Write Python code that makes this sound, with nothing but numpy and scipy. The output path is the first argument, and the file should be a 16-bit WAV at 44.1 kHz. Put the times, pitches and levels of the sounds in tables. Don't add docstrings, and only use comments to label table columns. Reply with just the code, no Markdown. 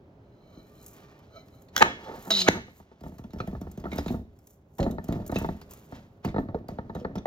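import sys
import numpy as np
from scipy import signal
from scipy.fft import rfft, irfft, next_fast_len
from scipy.io import wavfile
from scipy.ndimage import uniform_filter1d

SR = 44100
rng = np.random.default_rng(int(sys.argv[2]) if len(sys.argv) > 2 else 0)


def to_wav(sig):
    pcm = np.clip(np.atleast_2d(sig), -1, 1) * 32767
    pcm = np.round(pcm).astype(np.int16)
    wavfile.write(sys.argv[1], SR, pcm.T)


N = 320330
T = np.arange(N) / SR
PAD = next_fast_len(N + 8192)

# [t/s, level/dB, free ring rel/dB]
RIM_BOUNCES = [(1.7636, -7.5, -6), (1.772, -25.5, -10), (1.778, -10.5, -14), (1.7865, -19.5, -10.5),
               (1.795, -17.5, -13.5), (2.305, -21.5, 12.5)]
# [t of landing/s, level/dB, roll time/s, thump/dB, climb over the roll/dB,
# ring of plate and pan rel/dB, closing crack rel/dB, share leaning left]
PLATE_SLAMS = [(1.827, -14, .02, -12, 15.5, 1.5, -10, .9), (2.487, -15, 0.015, -4, 10, -21.5, -5.5, .2)]
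# [f/Hz, level per Hz/dB]
SLAM_SPECTRUM = [(60, -40), (150, -14), (450, -3), (900, -0.5), (1500, 0.5), (2400, -3.5), (3300, -13.5),
                 (4100, -10.5), (5000, -31.5), (6400, -14), (9000, -40.5), (13500, -41.5), (16400, -46)]
# [f/Hz, width/Hz, level/dB]
PLATE_MODES = [(651, 32, 5), (1302, 34, -1), (1434, 35, -7.5), (2060, 6.8, -6), (2287, 18, -2.5),
               (3064, 30, -3), (4048, 94, -2), (5090, 17, -7), (6180, 85, -13), (13900, 180, -23.5),
               (15000, 110, -31)]
# [f/Hz, width/Hz, level/dB]
LOADED_MODES = [(535, 26, 0), (712, 60, -1.5), (800, 29, -8), (907, 65, 7.5), (1120, 33, -10),
                (1310, 280, -1), (1777, 92, -0.5)]
# [f/Hz, width/Hz, level/dB]
RIM_MODES = [(1620, 260, 9.5), (1920, 220, 6.5), (3400, 260, 7), (5694, 320, 5.5), (6600, 230, 1),
             (12330, 3000, -12.5)]
# [f/Hz, width/Hz, level/dB]
STONE_CONTACT_MODES = [(3154, 120, -7), (3590, 73, -10.5), (3800, 84, -4), (4000, 66, -2.5),
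                       (4490, 56, -4.5), (5030, 130, -1.5), (6405, 250, -7)]
# [f/Hz, width/Hz, level/dB]
LINGER_MODES = [(2110, 12, -3), (3365, 12, 0), (5066, 10, -6)]
# [t of peak/s, level/dB, rise/s, fall/s]
LINGER_ENVELOPE = (1.842, -47, .008, .2)
# [t of peak/s, level/dB, low modes rel/dB, rise/s, fall/s]
PLATE_SQUEAKS = [(0.584, -65, 3.5, 0.34, 0.17), (0.8, -64, 1, 0.086, 0.092), (1.36, -55, 8, 0.055, 0.076),
                 (1.408, -57, 2, 0.013, 0.016), (1.547, -66, 5, 0.042, 0.11),
                 (2.241, -65.5, -0.5, 0.17, .1), (2.528, -61, 10.5, .05, 0.091)]
# [t/s, level/dB, low modes rel/dB]
STONE_SCRAPE = [(2.303, -40.5, 4.5), (2.307, -25, 4.5), (2.335, -32.5, -20), (2.37, -30, -30),
                (2.42, -23, -30.5), (2.432, -38, -15), (2.459, -41.5, -1.5), (2.47, -40, 21)]
# [f/Hz, width/Hz, level/dB]
CREEP_MODES = [(1180, 26, -2), (1817, 26, -6.5), (2360, 20, -6)]
# [t/s, level/dB]
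CREEP_LEVEL = [(0.502, -71), (.62, -72), (1.12, -64.5), (1.22, -70)]
# [t/s, level/dB, centre f/Hz]
RIM_SQUEAL = [(2.307, -28.5, 3920), (2.333, -19, 3850), (2.35, -25.5, 3780), (2.418, -22, 4140),
              (2.432, -43.5, 3670)]
# [t/s, f/Hz, level/dB]
PLATE_JUDDER = [(2.273, 167, -42), (2.284, 180, -39.5), (2.312, 241, -41), (2.323, 211, -37),
                (2.402, 184.6, -41), (2.471, 185, -38)]
# [t/s, level/dB, f/Hz, t60/s]
RINGING_NOTES = [(3.403, -16.5, 1270, 0.018), (2.305, -19, 5100, 0.051), (2.305, -23.5, 6210, 0.043),
                 (3.853, -32, 1284, 0.03), (3.866, -26.5, 1310, 0.029), (3.921, -36, 2170, 0.11),
                 (3.983, -34.5, 5090, 0.064), (4.083, -33, 3723, 0.034), (4.813, -22, 548.5, 0.21),
                 (4.872, -33.5, 695, 0.12), (5.089, -28, 612, 0.044), (5.364, -22, 2620, 0.039),
                 (6.545, -18, 702, 0.021), (6.559, -21.5, 473, 0.044), (6.733, -46, 597, 0.16),
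                 (7.013, -38.5, 485, 0.3)]
# [t/s, level/dB, settled f/Hz, slap rel/dB, lean to the left/dB]
HAND_PATS = [(0.57, -37.5, 290, -28, 14), (2.175, -36, 240, -7, 12), (2.273, -37, 386.4, -20.5, 0),
             (2.549, -26.5, 225.6, -5, 8), (2.678, -46, 184, -1, 5), (2.798, -42, 226, -5.5, 16),
             (2.853, -49.5, 177.3, -22, -4), (2.913, -44, 237, -5, 16.5), (3.01, -34.5, 166, -23.5, -5),
             (3.035, -25.5, 199.6, -17.5, 15), (3.061, -29.5, 117, -12, 16), (3.118, -35.5, 161, -14, -13),
             (3.19, -30.5, 113.2, -15, 5), (3.24, -33.5, 233, -13.5, 7), (3.332, -25.5, 156, -22, 4),
             (3.358, -26.5, 211, -20, -9), (3.399, -22.5, 106, -6, 9), (3.473, -20.5, 207, -22.5, -5),
             (3.527, -25.5, 136, -22, 5), (3.548, -27.5, 200, -9, -3), (3.612, -22.5, 161.5, -23, -7),
             (3.667, -27.5, 188, -12, -2), (3.774, -24.5, 122, -36, -12), (3.838, -25, 298, -13, 2),
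             (3.853, -21, 187, -10, 17), (3.924, -19, 161, -19, 4), (3.955, -25, 172, -21, 2),
             (3.983, -17.5, 280, -9.5, 5), (4.059, -18.5, 158, -16.5, -6), (4.102, -14, 250.5, -40, -9),
             (4.141, -20.5, 243, -15.5, -6), (4.789, -21, 430, -6.5, 0), (4.795, -10, 192, -20, -9.5),
             (4.814, -17, 251, -26, -6), (4.838, -26, 109, -14, -1), (4.861, -12.5, 208, -15.5, 7),
             (4.925, -25.5, 170, -31, -4), (4.981, -26.5, 196, -2, 21), (5.04, -30.5, 158, -24, 20),
             (5.086, -15.5, 194, -21, -3), (5.121, -18, 143, -21, -3.0), (5.153, -19, 187, -22, 4),
             (5.197, -23.5, 218.3, -18, -3), (5.218, -34, 272, -6, 1), (5.293, -24, 309, -7.5, 19),
             (5.321, -19.5, 274, -8.5, -3), (5.356, -14, 177, -16, -5), (5.412, -18.5, 185, -14, -5),
             (5.443, -22, 149, -2.5, 24), (5.486, -22, 152, -4.5, 9), (5.542, -30, 225, -29.5, 6),
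             (5.921, -27, 263, -11, 18), (6.245, -16.5, 192, -9.5, -3), (6.275, -21, 151, -14, -6),
             (6.341, -23.5, 226, -6, 0), (6.36, -15.5, 211.5, -9.5, 15), (6.38, -12.5, 270, -10.5, 1),
             (6.41, -26, 230, -42, -21), (6.484, -25, 170.5, -10, 5.5), (6.543, -18, 419, -12, -2),
             (6.686, -22, 177.7, -13, 15), (6.718, -32, 104, -25.5, -12), (6.784, -23, 236.6, -3.5, 6),
             (6.848, -31, 188.7, -35.5, 4), (6.894, -27, 230, -6, 20), (6.949, -22.5, 222, -13.5, 1),
             (6.961, -23.5, 209, -11.5, 1.5), (7.012, -29.5, 248, -39, -12), (7.046, -22, 161, -1.5, 13),
             (7.109, -31, 142, -17, 6), (7.152, -17.5, 189.3, -14.5, 6), (7.182, -35, 117, -12, 6),
             (7.254, -22.5, 360, 1.5, 13)]
# [f/Hz, level per Hz/dB]
SLAP_SPECTRUM = [(150, -6), (400, 3), (700, -7.5), (1200, -6), (1800, -13), (2150, -21.5), (2500, -39),
                 (4000, -23), (8000, -65)]
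# [f/Hz, width/Hz, level/dB]
PAN_MODES = [(108.5, 6.5, -0.5), (136, 5.9, -9.5), (190, 16, -6), (222, 73, 2.5), (240.9, 38, -1.5),
             (311.3, 160, 0), (449, 190, -8), (604, 10, 0.5), (659, 45, -1)]
# [level re pat/dB, rise/s, fall/s]
PAT_WOBBLE = (-15, 0.0027, 0.13)
# [level re pat/dB, rise/s, fall/s]
PAT_SHAKE = (-19.5, 0.0085, 0.1)
# [level re pat/dB, rise/s, fall/s]
PAT_CREAK = (-25, 0.016, 0.06)
# [t/s, wobble/dB, counter shake rel/dB, creak rel/dB]
HAND_STEADYING = [(1.83, -59.5, 21, 39), (1.86, -44.5, 6.5, 18), (1.95, -54.5, -7.5, 9.5),
                  (2.05, -56, -17, 11.5), (2.1, -53, -16.5, 19), (2.15, -58.5, -5.5, 18),
                  (2.24, -58, -5.5, 3.5), (2.28, -60, -1.5, 22), (2.43, -56.5, -17, -0.5),
                  (2.5, -57, 4.5, 20.5), (2.56, -54.5, -3, 19.5), (2.75, -85, -23, -7),
                  (2.96, -74, -17, -23.5)]
# [t/s, level/dB]
COUNTER_REACH = [(3, 10), (4.3, 10.5), (4.8, 3.5), (5.5, 7.5), (6.2, 4), (7.26, -6.5)]
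# [t/s, level/dB, brightness rel/dB, ring f/Hz]
BEAD_TICKS = [(0.862, -51.5, 14.5, 5820), (0.88, -55, 12, 5800), (1.19, -54, -6, 3070),
              (1.482, -49, -11.5, 5530), (1.619, -55, 4, 7000), (1.684, -47.5, -19, 4200),
              (2.017, -48, -30.5, 6060), (3.007, -49.5, -8, 5010), (3.0338, -48.5, -10, 3290),
              (3.1826, -42.5, -7, 5950), (3.238, -48.5, -17.5, 3380), (3.3046, -48, -15, 3860),
              (3.332, -41.5, -11, 5400), (3.385, -41, -17, 3460), (3.402, -32, -44, 2450),
              (3.473, -43.5, -3.5, 1904), (3.612, -42.5, -4.5, 5850), (3.714, -51.5, 7.5, 5960),
              (3.7743, -42, -9, 6300), (3.798, -46.5, -6.5, 4950), (3.8384, -42.5, -27, 2010),
              (3.916, -33.5, -22, 2200), (3.931, -33.5, -12, 2230), (3.9574, -42, 1, 3900),
              (3.981, -25.5, -13, 3865), (4.06, -35, -28, 3930), (4.08, -30.5, -14, 2505),
              (4.3878, -57, 1.5, 5250), (4.4704, -54.5, 11, 6300), (4.783, -35.5, -6, 5540),
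              (4.801, -29.5, -21, 4170), (4.8279, -26.5, -37, 4140), (4.91, -40.5, -1.5, 3770),
              (5.041, -47.5, 6.5, 3020), (5.083, -39, -6, 4360), (5.123, -36, -7.5, 2204),
              (5.263, -42, 4, 6060), (5.276, -56.5, 20, 6300), (5.3157, -38.5, -1.5, 3900),
              (5.357, -24, -20, 3800), (5.385, -36, 4, 1860), (5.6137, -37.5, -12, 4780),
              (5.709, -53, 15.5, 7000), (5.734, -50, 11, 6630), (6.2483, -32, -6.5, 2687),
              (6.285, -38, -34, 2180), (6.6837, -38, -7.5, 4780), (6.949, -38.5, -9.5, 3890),
              (6.997, -44, -40, 3140), (7.154, -33, -17, 5270), (7.179, -36.5, -22, 3530)]
# [t of peak/s, level/dB, brightness rel/dB, rise/s, fall/s]
BEAD_BRUSHES = [(0.67, -70, 6.5, 0.34, 0.64), (0.89, -68.5, 22.5, 0.2, 0.14),
                (1.028, -57.5, -13, 0.64, 0.61), (1.62, -76.5, 15.5, 0.46, 0.096),
                (1.776, -31, -8, 0.024, 0.11), (2.04, -49, -39, 0.23, 1), (2.3, -59.5, 17, 0.25, 0.21),
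                (2.507, -39.5, -6.5, 0.099, 0.11), (2.79, -79.5, 25.5, 0.16, 0.059),
                (3.068, -57, 2.5, 0.055, 0.21), (3.449, -58, -7, 0.25, 1), (3.981, -43, -4, 0.11, 0.14),
                (4.12, -50, 4, 0.16, 0.061), (4.518, -77.5, 23, 0.15, 0.072), (4.8, -71.5, 18, 0.1, 0.24),
                (5.15, -52, -5, 0.19, 0.17), (5.36, -43, -2.5, 0.081, 0.27), (5.721, -54, 5.5, 0.044, 0.32),
                (5.949, -50, -14, 0.075, 0.16), (6.248, -40, -24.5, 0.012, 0.076),
                (6.702, -54.5, -9, 0.014, 0.096), (7.0, -54.5, -9.5, 0.14, 0.051)]
# [level re pat/dB, rise/s, fall/s]
PAT_CRACKLE = (-45, .01, .07)
# [f/Hz, level per Hz/dB]
DULL_SPECTRUM = [(900, 7.5), (2000, 1.5), (3500, -3), (6000, -7.5), (8000, -15), (11000, -26)]
# [f/Hz, level per Hz/dB]
BRIGHT_SPECTRUM = [(4000, -24), (7000, -3.5), (9500, -10), (12500, -8), (15000, -7.5), (16400, -25.5)]
# [f/Hz, t60/s]
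ROOM_DECAY = [(60, 0.78), (260, 0.48), (700, 0.043), (1840, 0.41), (5000, 0.39), (13000, 0.22)]
# [f/Hz, level per Hz/dB]
HUM_SPECTRUM = [(12, -47), (20, -14.5), (102, -3.5), (340, -12.5), (370, -14), (414, -7), (451, -19.5),
                (549, -14.5), (1240, -30), (13800, -61.5), (16400, -52.5)]
# [t/s, level/dB]
HUM_LEVEL = [(0, -53), (1.7, -53), (2.8, -61.5), (4.5, -59), (5.7, -52), (6.2, -54.5), (7.26, -49)]
# [f/Hz, level/dB]
PORT_DIFFERENCE = [(60, -37.5), (140, -20.5), (330, -15), (770, -6.5), (1170, -3), (1900, 4), (2500, 3.5),
                   (3100, -0.5), (4190, -4), (6400, -2), (7600, 7.5), (8800, 20), (10000, 12.5),
                   (11500, -2.5), (13000, -11), (16000, -19.5)]
# [f/Hz, level/dB]
PORT_LEAN = [(300, 0), (700, -5), (2400, -5), (4400, 0), (8000, 0)]

SQUEAL_WIDTH_HZ, SQUEAL_THROB_HZ = 206.6, 91.6
SQUEAL_WANDER = 0.019
SWELL_DB = 20
EDGE_HZ = 16500


def gain_of(db):
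    return 10 ** (np.asarray(db) / 20)


def evened(x):
    return x / np.sqrt(np.mean(x ** 2) + 1e-20)


def smoothed(x, first, second):
    return uniform_filter1d(uniform_filter1d(x, first), second)


def read(points, hz):
    f, value = np.transpose(points)
    return np.interp(np.log(hz + 1), np.log(f + 1), value)


def add(mix, s, sound):
    part = mix[round(s * SR):][:len(sound)]
    part += sound[:len(part)]


def coloured(x, points):
    hz = abs(np.fft.fftfreq(8192, 1 / SR))
    log_gain = np.log(gain_of(np.maximum(read(points, hz), -100)))
    phase = -signal.hilbert(log_gain).imag
    taps = np.fft.ifft(np.exp(log_gain + 1j * phase)).real[:4096]
    return signal.oaconvolve(x, taps / np.linalg.norm(taps))[:len(x)]


def rung(x, modes):
    t = np.arange(6000) / SR
    taps = np.zeros(len(t))
    for hz, width, db in modes:
        taps += gain_of(db) * width * np.exp(-np.pi * width * t) * np.sin(2 * np.pi * hz * t)
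    return signal.oaconvolve(x, taps / np.linalg.norm(taps))[:len(x)]


def level(tables, column=1):
    out = np.zeros(N)
    for rows in map(np.array, tables):
        s = T[round(rows[0, 0] * SR):round(rows[-1, 0] * SR)]
        db = rows[:, 1] + (column > 1) * rows[:, column]
        add(out, rows[0, 0], gain_of(np.interp(s, rows[:, 0], db)))
    return uniform_filter1d(out, 200)


def swells(s, peak_db, rise_s, fall_s):
    step = T[::64, None] - np.atleast_1d(s)
    share = np.where(step < 0, -step / (rise_s + 0.0011), step / (fall_s + 1e-3))
    power = (gain_of(peak_db - SWELL_DB * share) ** 2).sum(1)
    return np.interp(T, T[::64], np.sqrt(power))


def after_pats(db, rise_s, fall_s):
    s, pat_db = np.transpose(HAND_PATS)[:2]
    return swells(s + rise_s, pat_db + db, rise_s, fall_s)


def grit(per_s, spread_db):
    size = gain_of(spread_db * np.minimum(rng.exponential(1, N), 4)) * rng.standard_normal(N)
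    return evened(size * (rng.random(N) < per_s / SR))


def clumps(depth_db):
    return gain_of(depth_db * evened(smoothed(rng.standard_normal(N), 900, 500)))


def falling(hz, t60, glide, glide_s):
    t = np.arange(5000) / SR
    turns = np.cumsum(hz * (1 + glide * np.exp(-t / glide_s))) / SR
    return np.sin(2 * np.pi * turns) * (1 - np.exp(-t / 0.0037)) * gain_of(-60 * t / t60)


def spread(x, lag_s):
    hz = np.fft.rfftfreq(PAD, 1 / SR)
    turns = 1.25 * lag_s * (20 * np.sqrt(hz) - hz / 5)
    return irfft(rfft(x, PAD) * np.exp(-2j * np.pi * turns), PAD)[:N]


def bounces():
    knocks, free = np.zeros((2, N))
    t = np.arange(400) / SR
    noises = rng.standard_normal((len(RIM_BOUNCES), 400))
    for (s, db, free_db), noise in zip(RIM_BOUNCES, noises):
        knock = gain_of(db) * noise * np.exp(-t / 0.0016) * (1 - np.exp(-t / 0.0009))
        add(knocks, s, knock)
        add(free, s, gain_of(free_db) * knock)
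    return knocks, free


def slams():
    roll, lean, thumps, cracks = np.zeros((4, N))
    t = np.arange(-2200, 400) / SR
    noises = rng.standard_normal((len(PLATE_SLAMS), len(t)))
    for row, noise in zip(PLATE_SLAMS, noises):
        s, db, roll_s, thump_db, climb_db, ring_db, crack_db, left = row
        before = np.minimum(t, 0) / roll_s
        swell = gain_of(climb_db * before - 5200 * np.maximum(t, 0)) * (t > -roll_s)
        body = gain_of(8.5 + 15 * before) * coloured(noise, SLAM_SPECTRUM)
        body += gain_of(ring_db) * rung(noise, LOADED_MODES)
        add(roll, s + t[0], gain_of(db) * swell * body)
        add(lean, s + t[0], left * gain_of(db + ring_db) * swell * rung(noise, LOADED_MODES[:4]))
        add(cracks, s - .002, gain_of(db + crack_db) * noise[:90])
        thump = falling(158.9, 0.044, 2.2, 0.0048) + gain_of(-9.0) * falling(30, 0.053, 3.2, 0.048)
        add(thumps, s - .003, gain_of(thump_db) * thump)
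    return spread(roll, .003), spread(lean, 0.0024), thumps, cracks


def sliding(low, high, rub):
    s, db, low_db, rise_s, fall_s = np.transpose(PLATE_SQUEAKS)
    scrape_high = rung(level([STONE_SCRAPE]) * rub, high + STONE_CONTACT_MODES)
    squeak_high = rung(swells(s, db, rise_s, fall_s) * rub, high)
    low_drive = level([STONE_SCRAPE], column=2) + swells(s, db + low_db, rise_s, fall_s)
    creep = rung(level([CREEP_LEVEL]) * rub, CREEP_MODES)
    return scrape_high + squeak_high + rung(low_drive * rub, low) + creep


def plate():
    knocks, free = bounces()
    roll, lean, thumps, cracks = slams()
    knocks += cracks
    free += gain_of(-5.5) * cracks
    low = [m for m in PLATE_MODES if m[0] < 2500]
    high = [m for m in PLATE_MODES if m[0] >= 2500]
    rub = grit(7000, 0.67)
    ring = rung(free, high + STONE_CONTACT_MODES)
    sharp_knocks = knocks - soft(knocks, size=26)
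    ring += gain_of(3.0) * rung(sharp_knocks, RIM_MODES)
    ring += rung(swells(*LINGER_ENVELOPE) * rub, LINGER_MODES)
    return sliding(low, high, rub) + ring + roll + thumps, lean


def squeal():
    s, db, hz = np.transpose(RIM_SQUEAL)
    wander = 1 + SQUEAL_WANDER * evened(smoothed(rng.standard_normal(N), 500, 500))
    turn = np.exp(2j * np.pi * np.cumsum(np.interp(T, s, hz) * wander) / SR)
    r = np.exp(-np.pi * SQUEAL_WIDTH_HZ / SR)
    band = signal.lfilter([1], np.convolve([1, -r], [1, -r]), grit(6900, 0.96) / turn)
    upper = np.exp(2j * np.pi * 480 * T) * np.clip((T - s[0]) / .05, 0, 1)
    throb = 1 + .5 * np.cos(2 * np.pi * SQUEAL_THROB_HZ * (T - s[1] + .004))
    tone = evened((turn * band * (1 + 0.44 * upper)).real)
    return tone * throb * level([np.transpose([s, db])])


def judder():
    s, hz, db = np.transpose(PLATE_JUDDER)
    phase = 2 * np.pi * np.cumsum(np.interp(T, s, hz)) / SR
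    tone = np.cos(phase) + gain_of(-5.5) * np.cos(2 * phase)
    tone += gain_of(-24.5) * np.cos(3 * phase + .6) + gain_of(-19.5) * np.cos(4 * phase + 0.73)
    return np.sqrt(2) * tone * level([np.transpose([s, db])])


def ringing_notes():
    out, t = np.zeros(N), np.arange(4000) / SR
    for s, db, hz, t60 in RINGING_NOTES:
        note = (1 - np.exp(-t / 0.0014)) * np.sin(2 * np.pi * hz * t)
        add(out, s, gain_of(db - 60 * t / t60) * note)
    return out


def soft(x, size=24):
    return smoothed(x, size, size)


def pats():
    thumps, shoves, slaps, leaning = np.zeros((4, N))
    t = np.arange(900) / SR
    push = 1.533 * np.exp(-((t - .0018) / 0.00016) ** 2)
    noises = rng.standard_normal((len(HAND_PATS), 2, 900))
    for (s, db, hz, slap_db, lean_db), noise in zip(HAND_PATS, noises):
        add(thumps, s, gain_of(db) * falling(hz, 0.1, 0.82, 0.0023))
        add(shoves, s, gain_of(db) * (0.43 * noise[0] + push) * np.exp(-t / 0.0035))
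        slap_shape = np.exp(-t / 0.0045) * (1 - np.exp(-t / 0.002)) ** 2
        slap = gain_of(db + slap_db) * (1.17 * noise[1] + push) * slap_shape
        add(slaps, s, slap)
        add(leaning, s, slap * np.tanh(lean_db / 17))
    return thumps, shoves, slaps, leaning


def pan_wobble():
    return rung((level([HAND_STEADYING]) + after_pats(*PAT_WOBBLE)) * grit(400, 1.0), PAN_MODES)


def counter_shake():
    reach = gain_of(np.interp(T, *np.transpose(COUNTER_REACH)))
    drive = level([HAND_STEADYING], column=2) + after_pats(*PAT_SHAKE) * reach
    # [f/Hz, level per Hz/dB]
    deep = [(20, -33.0), (45, -7.0), (62, 8.0), (85, 7.0), (130, -47.5)]
    return drive * coloured(rng.standard_normal(N), deep)


def pan_creak():
    return (level([HAND_STEADYING], column=3) + after_pats(*PAT_CREAK)) * clumps(1.0) * grit(2500, 0.83)


def hands():
    thumps, shoves, slaps, leaning = pats()
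    slaps += gain_of(-9.5) * pan_creak()
    centre = gain_of(-6.0) * thumps + gain_of(-3.5) * soft(rung(shoves, PAN_MODES))
    centre += soft(pan_wobble()) + gain_of(-8.0) * counter_shake()
    low_pass = signal.butter(6, 2050., fs=SR, output="sos")
    centre += gain_of(3.5) * signal.sosfilt(low_pass, rung(slaps, LOADED_MODES))
    lean = gain_of(0.5) * coloured(leaning, SLAP_SPECTRUM)
    return centre + coloured(slaps, SLAP_SPECTRUM), lean


def bead_ticks():
    dull, bright = np.zeros((2, N))
    t = np.arange(1500) / SR
    rise = 1 - np.exp(-t / 0.0013)
    noises = rng.standard_normal((len(BEAD_TICKS), 3, 1500))
    for (s, db, bright_db, hz), noise in zip(BEAD_TICKS, noises):
        tone = np.sin(2 * np.pi * hz * t) + np.sin(2 * np.pi * 1.7 * hz * t)
        ring = 0.3 * evened(uniform_filter1d(noise[2], size=110)) * tone
        tick = 0.61 * noise[0] * np.exp(-t / 0.0073) + ring * np.exp(-t / 0.011)
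        add(dull, s, gain_of(db) * rise * tick)
        add(bright, s, gain_of(db + bright_db) * rise * noise[1] * np.exp(-t / 0.0041))
    return dull, bright


def beads():
    dull, bright = bead_ticks()
    uneven = clumps(1.8)
    s, db, bright_db, rise_s, fall_s = np.transpose(BEAD_BRUSHES)
    dull += gain_of(-1.5) * swells(s, db, rise_s, fall_s) * uneven * grit(7000, 0.96)
    dull += after_pats(*PAT_CRACKLE) * grit(500, 4.0)
    bright += gain_of(-10.0) * swells(s, db + bright_db, rise_s, fall_s) * uneven * grit(2600, 3.1)
    return coloured(dull, DULL_SPECTRUM) + coloured(bright, BRIGHT_SPECTRUM)


def kitchen(x):
    taps = np.zeros((2, SR // 2))
    at = np.arange(200, SR // 2 - 20, 20) + rng.integers(0, 20, (2, (SR // 2 - 201) // 20))
    np.put_along_axis(taps, at, rng.choice([-1., 1.], at.shape), 1)
    hz, t, bands = signal.stft(taps, SR, nperseg=256)
    decay = gain_of(-60 * t / read(ROOM_DECAY, hz)[:, None])
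    tail = signal.istft(bands * decay, SR, nperseg=256)[1]
    return signal.fftconvolve(x[None], tail / np.linalg.norm(tail[0]), axes=1)[:, :N]


def background_hum():
    noises = rng.standard_normal((2, N))
    return np.array([coloured(n, HUM_SPECTRUM) for n in noises]) * level([HUM_LEVEL])


def two_ports(paths, lean):
    mid, side = rfft(paths, PAD)
    hz = np.fft.rfftfreq(PAD, 1 / SR)
    angle = np.arctan(gain_of(read(PORT_DIFFERENCE, hz)))
    mid *= np.cos(angle)
    tilt = np.tanh(read(PORT_LEAN, hz) * np.log(10) / 40)
    side = 1j * side * np.sin(angle) + mid * tilt
    mid, side = irfft(mid, PAD)[:N], irfft(side, PAD)[:N] + lean
    return np.array([mid + side, mid - side])


def scene():
    palms, palms_lean = hands()
    rim, rim_lean = plate()
    near = rim + squeal() + judder() + ringing_notes() + spread(palms, 0.00844) + beads()
    room = gain_of([[-16], [-10]]) * kitchen(near)
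    return two_ports(near + room + background_hum(), spread(palms_lean, 0.00848) + rim_lean)


def record(dry):
    thin = signal.sosfilt(signal.butter(2, 40., "high", fs=SR, output="sos"), dry)
    rounded = thin / (1 + thin ** 4) ** .25
    taps = signal.firwin(511, EDGE_HZ, window=("kaiser", 9), fs=SR)
    return signal.oaconvolve(.92 * rounded, taps[None], "same")


dry = scene()
out = record(dry)
to_wav(out)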